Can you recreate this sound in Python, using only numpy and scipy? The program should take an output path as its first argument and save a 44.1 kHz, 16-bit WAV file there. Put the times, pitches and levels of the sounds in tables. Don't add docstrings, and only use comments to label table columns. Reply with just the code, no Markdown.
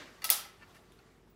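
import sys
import numpy as np
from scipy import signal
from scipy.io import wavfile

SR = 44100
rng = np.random.default_rng(int(sys.argv[2]) if len(sys.argv) > 2 else 0)


def transcribe(signal):
    frames = np.atleast_2d(signal).T
    limited = np.clip(frames, -1, 1)
    pcm = np.round(limited * 32767).astype(np.int16)
    wavfile.write(sys.argv[1], SR, pcm)


def rack_gain(trim_db):
    fader = np.asarray(trim_db, float)
    return 10 ** (fader / 20)


N = 59535

BAND_EDGES = 30 * 2 ** np.arange(0, 9.3, 1 / 3)
# pitch_hz, level_db (per Hz)
ROOM_TONE_COLOUR = [(28, -22), (40, -14.5), (70, 0.5), (110, 2), (233, -1), (420, -1), (649, -15.5),
                    (1130, -17), (2010, -21.5), (5000, -28.5), (10000, -35.5), (16000, -39)]
# time_s, level_db
HIGH_TONE_LEVEL = [(0.0, -61.5), (0.5, -65), (0.6, -66), (0.7, -62.5), (0.84, -66.5), (1.0, -67.5),
                   (1.15, -68), (1.35, -74.5)]
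# pitch_hz, level_db (per Hz)
EARLIER_COLOUR = [(88, -49), (150, -20.5), (249, -2), (457, -3), (534, 0), (637, -13), (1660, -4),
                  (5570, -15.5), (16000, -46.5)]
# pitch_hz, level_db (rms, before the waver)
APPLIANCE_TONES = [(172.3, -75.5), (231.5, -78), (366.1, -76.5), (398.4, -89)]
# pitch_hz, level_db (rms, before the waver)
FADING_TONES = [(1157, -80), (1990, -87)]
# full_s (the rattle reaches full strength),
# level_db, tilt_db (per octave), rattle_s (60 dB fall), echo_db, echo_tilt_db (per octave)
SHELL_KNOCKS = [(0.2198, -42, -0.1, .035, -32, -5.0), (0.2315, -50, -3.0, .03, -40, -5.0),
                (0.2920, -33, -0.5, .03, -22, -4.0), (0.450, -54, -5.0, .04, -36, -7.0)]
# (60 dB fall, before the limit in strike)
SHELL_MODES = [(1190, -11, .012), (1305, -9, 0.079), (1730, -14, 0.0033), (1990, -2.5, 0.0052),
               (2043, -4.5, .04), (2364, -6.5, 0.018), (2788, -2.5, 0.035), (3620, -9, .012),
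               (4490, 6.5, 0.0061), (5540, -10, .005), (6695, -2.5, 0.0016), (9900, -6, 0.0039)]
# start_s, level_db, pitch_hz, rattle_s (60 dB fall), ring_s (60 dB fall)
SINGLE_PITCHES = [(0.219, -48, 4530, .012, .012), (0.256, -42.5, 1300, .03, 0.06),
                  (0.311, -37, 770, 0.0081, 0.03), (0.331, -41, 1330, .03, .06),
                  (0.352, -41, 1170, 0.01, .03), (0.385, -46.5, 1304, .05, 0.055),
                  (0.39, -44, 2790, .03, 0.035), (0.461, -52, 833, 0.033, 0.045),
                  (0.925, -62, 3750, .03, 0.013), (0.989, -53.5, 4330, 0.0054, 0.011)]
# pitch_hz, fall_s
ECHO_FALL = [(150, 0.24), (800, 0.43), (2100, 0.51), (5500, 0.33), (14600, .24)]
# pitch_hz, level_db (per Hz)
ECHO_COLOUR = [(150, -34.5), (400, -10), (800, -10), (1300, -7), (2100, -9), (3300, -6), (5200, -1),
               (7800, -5.5), (10000, 2), (13500, -2.1), (16000, -7.5)]
HOLLOW_PITCHES = [585, 780, 1295, 1370, 2030, 2820, 3190, 3420, 3680, 4930, 5760, 10280, 12710, 13850]
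# width_hz, level_db
HOLLOW_PEAKS = [(25, -6), (31.5, 6), (18, 7.5), (22, 1.5), (39.7, -2), (40, -7.5), (35, 2.5), (50, 2.5),
                (40, -1), (30, 3), (60, -3.5), (150, -3.5), (90, 6.5), (150, -1)]
# full_s (the rattle reaches full strength),
# level_db, tilt_db (per octave), rattle_s (60 dB fall), shell_db, echo_db, echo_tilt_db (per octave)
LATCH_SNAPS = [(0.2428, -27, -1.0, .035, -5, -12, -1.5), (0.2497, -33, -1.5, .03, -4, -25, -1.5),
               (0.2545, -38, -1.5, .02, -4, -30, -1.5), (0.3018, -18, 1.5, .016, -18, -1.5, 0.1),
               (0.3105, -29, -1.0, .025, -10, -28, -1.0), (0.3205, -31, 0.1, .015, -18, -30, 0.1)]
# (60 dB fall, before the limit in strike)
LATCH_MODES = [(1900, -34.5, 0.018), (2960, -27, 0.0021), (3475, -5.5, 0.015), (4860, -10, 0.012),
               (5530, -1.5, 0.0046), (6100, 4, 0.00084), (6840, 1.5, 0.0005), (9510, 0, 0.0082),
               (10520, 3, 0.0037), (11170, -7, 0.001), (12430, 3, 0.009), (14260, 8, 0.012),
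               (15400, -9.5, .004)]
# start_s, level_db, pitch_hz, ring_s (60 dB fall)
HAND_BUMPS = [(0.303, -72, 115, .1), (0.306, -69, 175, .08), (0.31, -65.5, 240, .08),
              (0.305, -72, 335, .06), (0.451, -76, 377, 0.085), (0.749, -78, 111, .07)]
# middle_s, length_s, level_db (rms at the peak)
TOOL_SLIDES = [(0.627, 0.067, -55.5), (0.758, 0.064, -61.5), (0.998, 0.034, -67)]
# (60 dB fall, before the limit in strike)
SLIDE_MODES = [(1430, 9.5, 0.019), (1800, 10.5, 0.034), (2230, 17, 0.0064), (2685, 7, 0.023),
               (4430, 2, 0.019)]
# full_s (the rattle reaches full strength),
# level_db, tilt_db (per octave), rattle_s (60 dB fall), echo_db, echo_tilt_db (per octave)
TRAY_TAPS = [(0.7444, -67.5, 9, .06, -35.5, -5), (0.9901, -71, -6, .06, -46.5, -8),
             (1.273, -81, -10.5, 0.025, -49, -5.5)]
# (60 dB fall, before the limit in strike)
TRAY_MODES = [(930, 5, 0.01), (1420, 3, 0.015), (1900, -6, 0.014), (2280, 3, 0.0062), (4330, -4, .004),
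              (6990, -6, .002)]
# full_s (the rattle reaches full strength),
# level_db, lowest_pitch_hz, rattle_s (60 dB fall), echo_db, echo_tilt_db (per octave)
TOOL_TICKS = [(0.9215, -56, 3600, .006, -46, -2.5)]
# (60 dB fall, before the limit)
TOOL_MODES = [(1.0, 4, 0.0054), (1.95, 1.5, 0.011), (2.8, 2.5, 0.0041), (4.1, -11, .002)]
# start_s, level_db, pitch_hz, ring_s (60 dB fall)
THIN_HISS = [(1.298, -53.5, 15400, 0.0096)]

RATTLE_RISE_S = 0.0011


def rms_one(x):
    return x / np.sqrt(np.mean(x ** 2) + 1e-20)


def at_hz(points, hz):
    table = np.array(points)
    return np.interp(np.log(hz), np.log(table[:, 0]), table[:, 1])


def high_pass(x, hz):
    return signal.sosfilt(signal.butter(4, hz, "high", fs=SR, output="sos"), x)


def drift(rate_hz):
    r = np.exp(-80 * np.pi * rate_hz / SR)
    white = rng.standard_normal(N // 40 + 2002)
    slow = signal.lfilter([1], [1, -2 * r, r * r], white)[2000:]
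    return np.interp(np.arange(N) / 40, np.arange(len(slow)), rms_one(slow))


def bands():
    white = rng.standard_normal((2, N + 8000))
    out = []
    for k, (low, high) in enumerate(zip(BAND_EDGES, BAND_EDGES[1:])):
        band_filter = signal.butter(2, [low, high], "band", fs=SR, output="sos")
        noise = signal.sosfilt(band_filter, white[k % 2])[8000:]
        out.append((np.sqrt(low * high), noise))
    return out


def ring(x, hz, t60):
    r = rack_gain(-60 / (t60 * SR))
    w = 2 * np.pi * hz / SR
    return signal.lfilter([0, np.sin(w)], [1, -2 * r * np.cos(w), r * r], x + 1e-18)


def rattle(start, t60):
    impacts_per_s = 16000
    t = np.arange(N) / SR - start
    rise = np.clip(t / RATTLE_RISE_S, 0, 1)
    fall = rack_gain(-60 * np.maximum(t, 0) / t60)
    impacts = (rng.random(N) < impacts_per_s / SR) * rng.standard_normal(N)
    run = rise * fall * impacts
    return run / np.sqrt(np.sum(run ** 2) + 1e-20)


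def contact(full_s, t60):
    return rattle(full_s - RATTLE_RISE_S, t60)


def strike(force, modes, tilt_db):
    most_cycles = 100
    out = 0
    for hz, db, t60 in modes:
        level = rack_gain(db + tilt_db * np.log2(hz / 4000))
        out = out + level * ring(force, hz, min(t60, most_cycles / hz))
    return out


def room_tone():
    t, noise = np.arange(N) / SR, bands()
    low = sum(rack_gain(at_hz(ROOM_TONE_COLOUR, hz)) * b for hz, b in noise if hz < 600)
    high = sum(rack_gain(at_hz(ROOM_TONE_COLOUR, hz) + 1.5 * drift(22)) * b for hz, b in noise if hz > 600)
    high_level = rack_gain(np.interp(t, *np.transpose(HIGH_TONE_LEVEL)))
    return rack_gain(-64.5) * rms_one(low) + high_level * rms_one(high)


def earlier_echo():
    level_db, t60_s = -48.5, 0.66
    t = np.arange(N) / SR
    noise = sum(rack_gain(at_hz(EARLIER_COLOUR, hz) + 2 * drift(25)) * b for hz, b in bands() if hz > 150)
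    return rack_gain(level_db - 60 * t / t60_s) * rms_one(noise)


def wavering_tone(hz, db, waver_db, waver_hz):
    t = np.arange(N) / SR
    level = rack_gain(db + waver_db * drift(waver_hz))
    return level * np.sqrt(2) * np.sin(2 * np.pi * (hz * t + rng.random()))


def hum():
    fade_start_s, fade_s = 1.14, 0.04
    t = np.arange(N) / SR
    appliances = sum(wavering_tone(hz, db, 3.5, 16) for hz, db in APPLIANCE_TONES)
    mains = wavering_tone(48.6, -71, 1.8, 8)
    faint = sum(wavering_tone(hz, db, 3.5, 8.6) for hz, db in FADING_TONES)
    fade = np.clip((fade_start_s - t) / fade_s + 1, 0, 1)
    return appliances + mains + faint * fade


def shell(force, tilt_db):
    return high_pass(strike(force, SHELL_MODES, tilt_db), 950)


def knocks():
    return sum(rack_gain(db) * shell(contact(full_s, t60), tilt_db)
               for full_s, db, tilt_db, t60, *_ in SHELL_KNOCKS)


def single_pitches():
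    return sum(rack_gain(db) * ring(rattle(s, rattle_t60), hz, t60)
               for s, db, hz, rattle_t60, t60 in SINGLE_PITCHES)


def shop():
    level_db = -19.5
    gap_s, build_up_cycles = 0.0013, 2.4
    t, out = np.arange(N) / SR, 0
    for hz, noise in bands():
        gather_s = gap_s + build_up_cycles / hz
        build_up = np.clip(t / gather_s - 0.5, 0, 1)
        fall_db = 60 * t / at_hz(ECHO_FALL, hz)
        echo = rack_gain(at_hz(ECHO_COLOUR, hz) + level_db - fall_db) * noise * build_up
        for full_s, *_, db, tilt_db in LATCH_SNAPS + SHELL_KNOCKS + TRAY_TAPS + TOOL_TICKS:
            k = int(full_s * SR)
            delayed = np.pad(echo[:N - k], (k, 0))
            out = out + rack_gain(db + tilt_db * np.log2(hz / 4000)) * delayed
    return out + hollow_case(out)


def hollow_case(echo):
    out = 0
    for hz, (width_hz, db) in zip(HOLLOW_PITCHES, HOLLOW_PEAKS):
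        out = out + rack_gain(db) * signal.lfilter(*signal.iirpeak(hz, hz / width_hz, SR), echo)
    return out


def snaps():
    out = 0
    for full_s, db, tilt_db, t60, shell_db, *_ in LATCH_SNAPS:
        force = contact(full_s, t60)
        crack = rack_gain(-5) * np.diff(force, prepend=0)
        latch = high_pass(strike(force, LATCH_MODES, tilt_db) + crack, 1600)
        out = out + rack_gain(db) * (latch + rack_gain(shell_db) * shell(force, 0))
    return out


def thuds():
    contact_t60_s = 0.015
    return sum(rack_gain(db) * ring(np.abs(rattle(s, contact_t60_s)), hz, t60) for s, db, hz, t60 in HAND_BUMPS)


def slides():
    grains_per_s = 2500
    t = np.arange(N) / SR
    grit = rng.standard_normal(N) * (rng.random(N) < grains_per_s / SR)
    stroke = 0
    for middle, length, db in TOOL_SLIDES:
        stroke = stroke + rack_gain(db) * np.cos(np.pi * np.clip((t - middle) / length, -0.5, 0.5)) ** 2
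    steady = strike(grit, SLIDE_MODES, 0)
    return strike(grit * stroke, SLIDE_MODES, 0) / np.std(steady)


def taps():
    return sum(rack_gain(db) * strike(contact(full_s, t60), TRAY_MODES, tilt_db)
               for full_s, db, tilt_db, t60, *_ in TRAY_TAPS)


def ticks():
    out = 0
    for full_s, db, lowest_hz, t60, *_ in TOOL_TICKS:
        modes = [(ratio * lowest_hz, mode_db, mode_t60) for ratio, mode_db, mode_t60 in TOOL_MODES]
        out = out + rack_gain(db) * strike(contact(full_s, t60), modes, 0)
    return out


def hiss():
    rattle_t60_s = 0.11
    return sum(rack_gain(db) * ring(rattle(s, rattle_t60_s), hz, t60) for s, db, hz, t60 in THIN_HISS)


def scene():
    background = room_tone() + earlier_echo() + hum()
    case_and_tools = knocks() + single_pitches() + snaps() + slides() + taps() + ticks() + hiss()
    direct = high_pass(case_and_tools, 450) + thuds()
    return (background + direct + shop())[None]


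def band_limit(x):
    return signal.sosfilt(signal.butter(12, 17150, fs=SR, output="sos"), x)


def record(dry):
    top_cut = signal.cheby2(12, 50, 16480, fs=SR, output="sos")
    mix = signal.sosfilt(top_cut, dry)
    return band_limit(mix)


dry = scene()
out = record(dry)
transcribe(out)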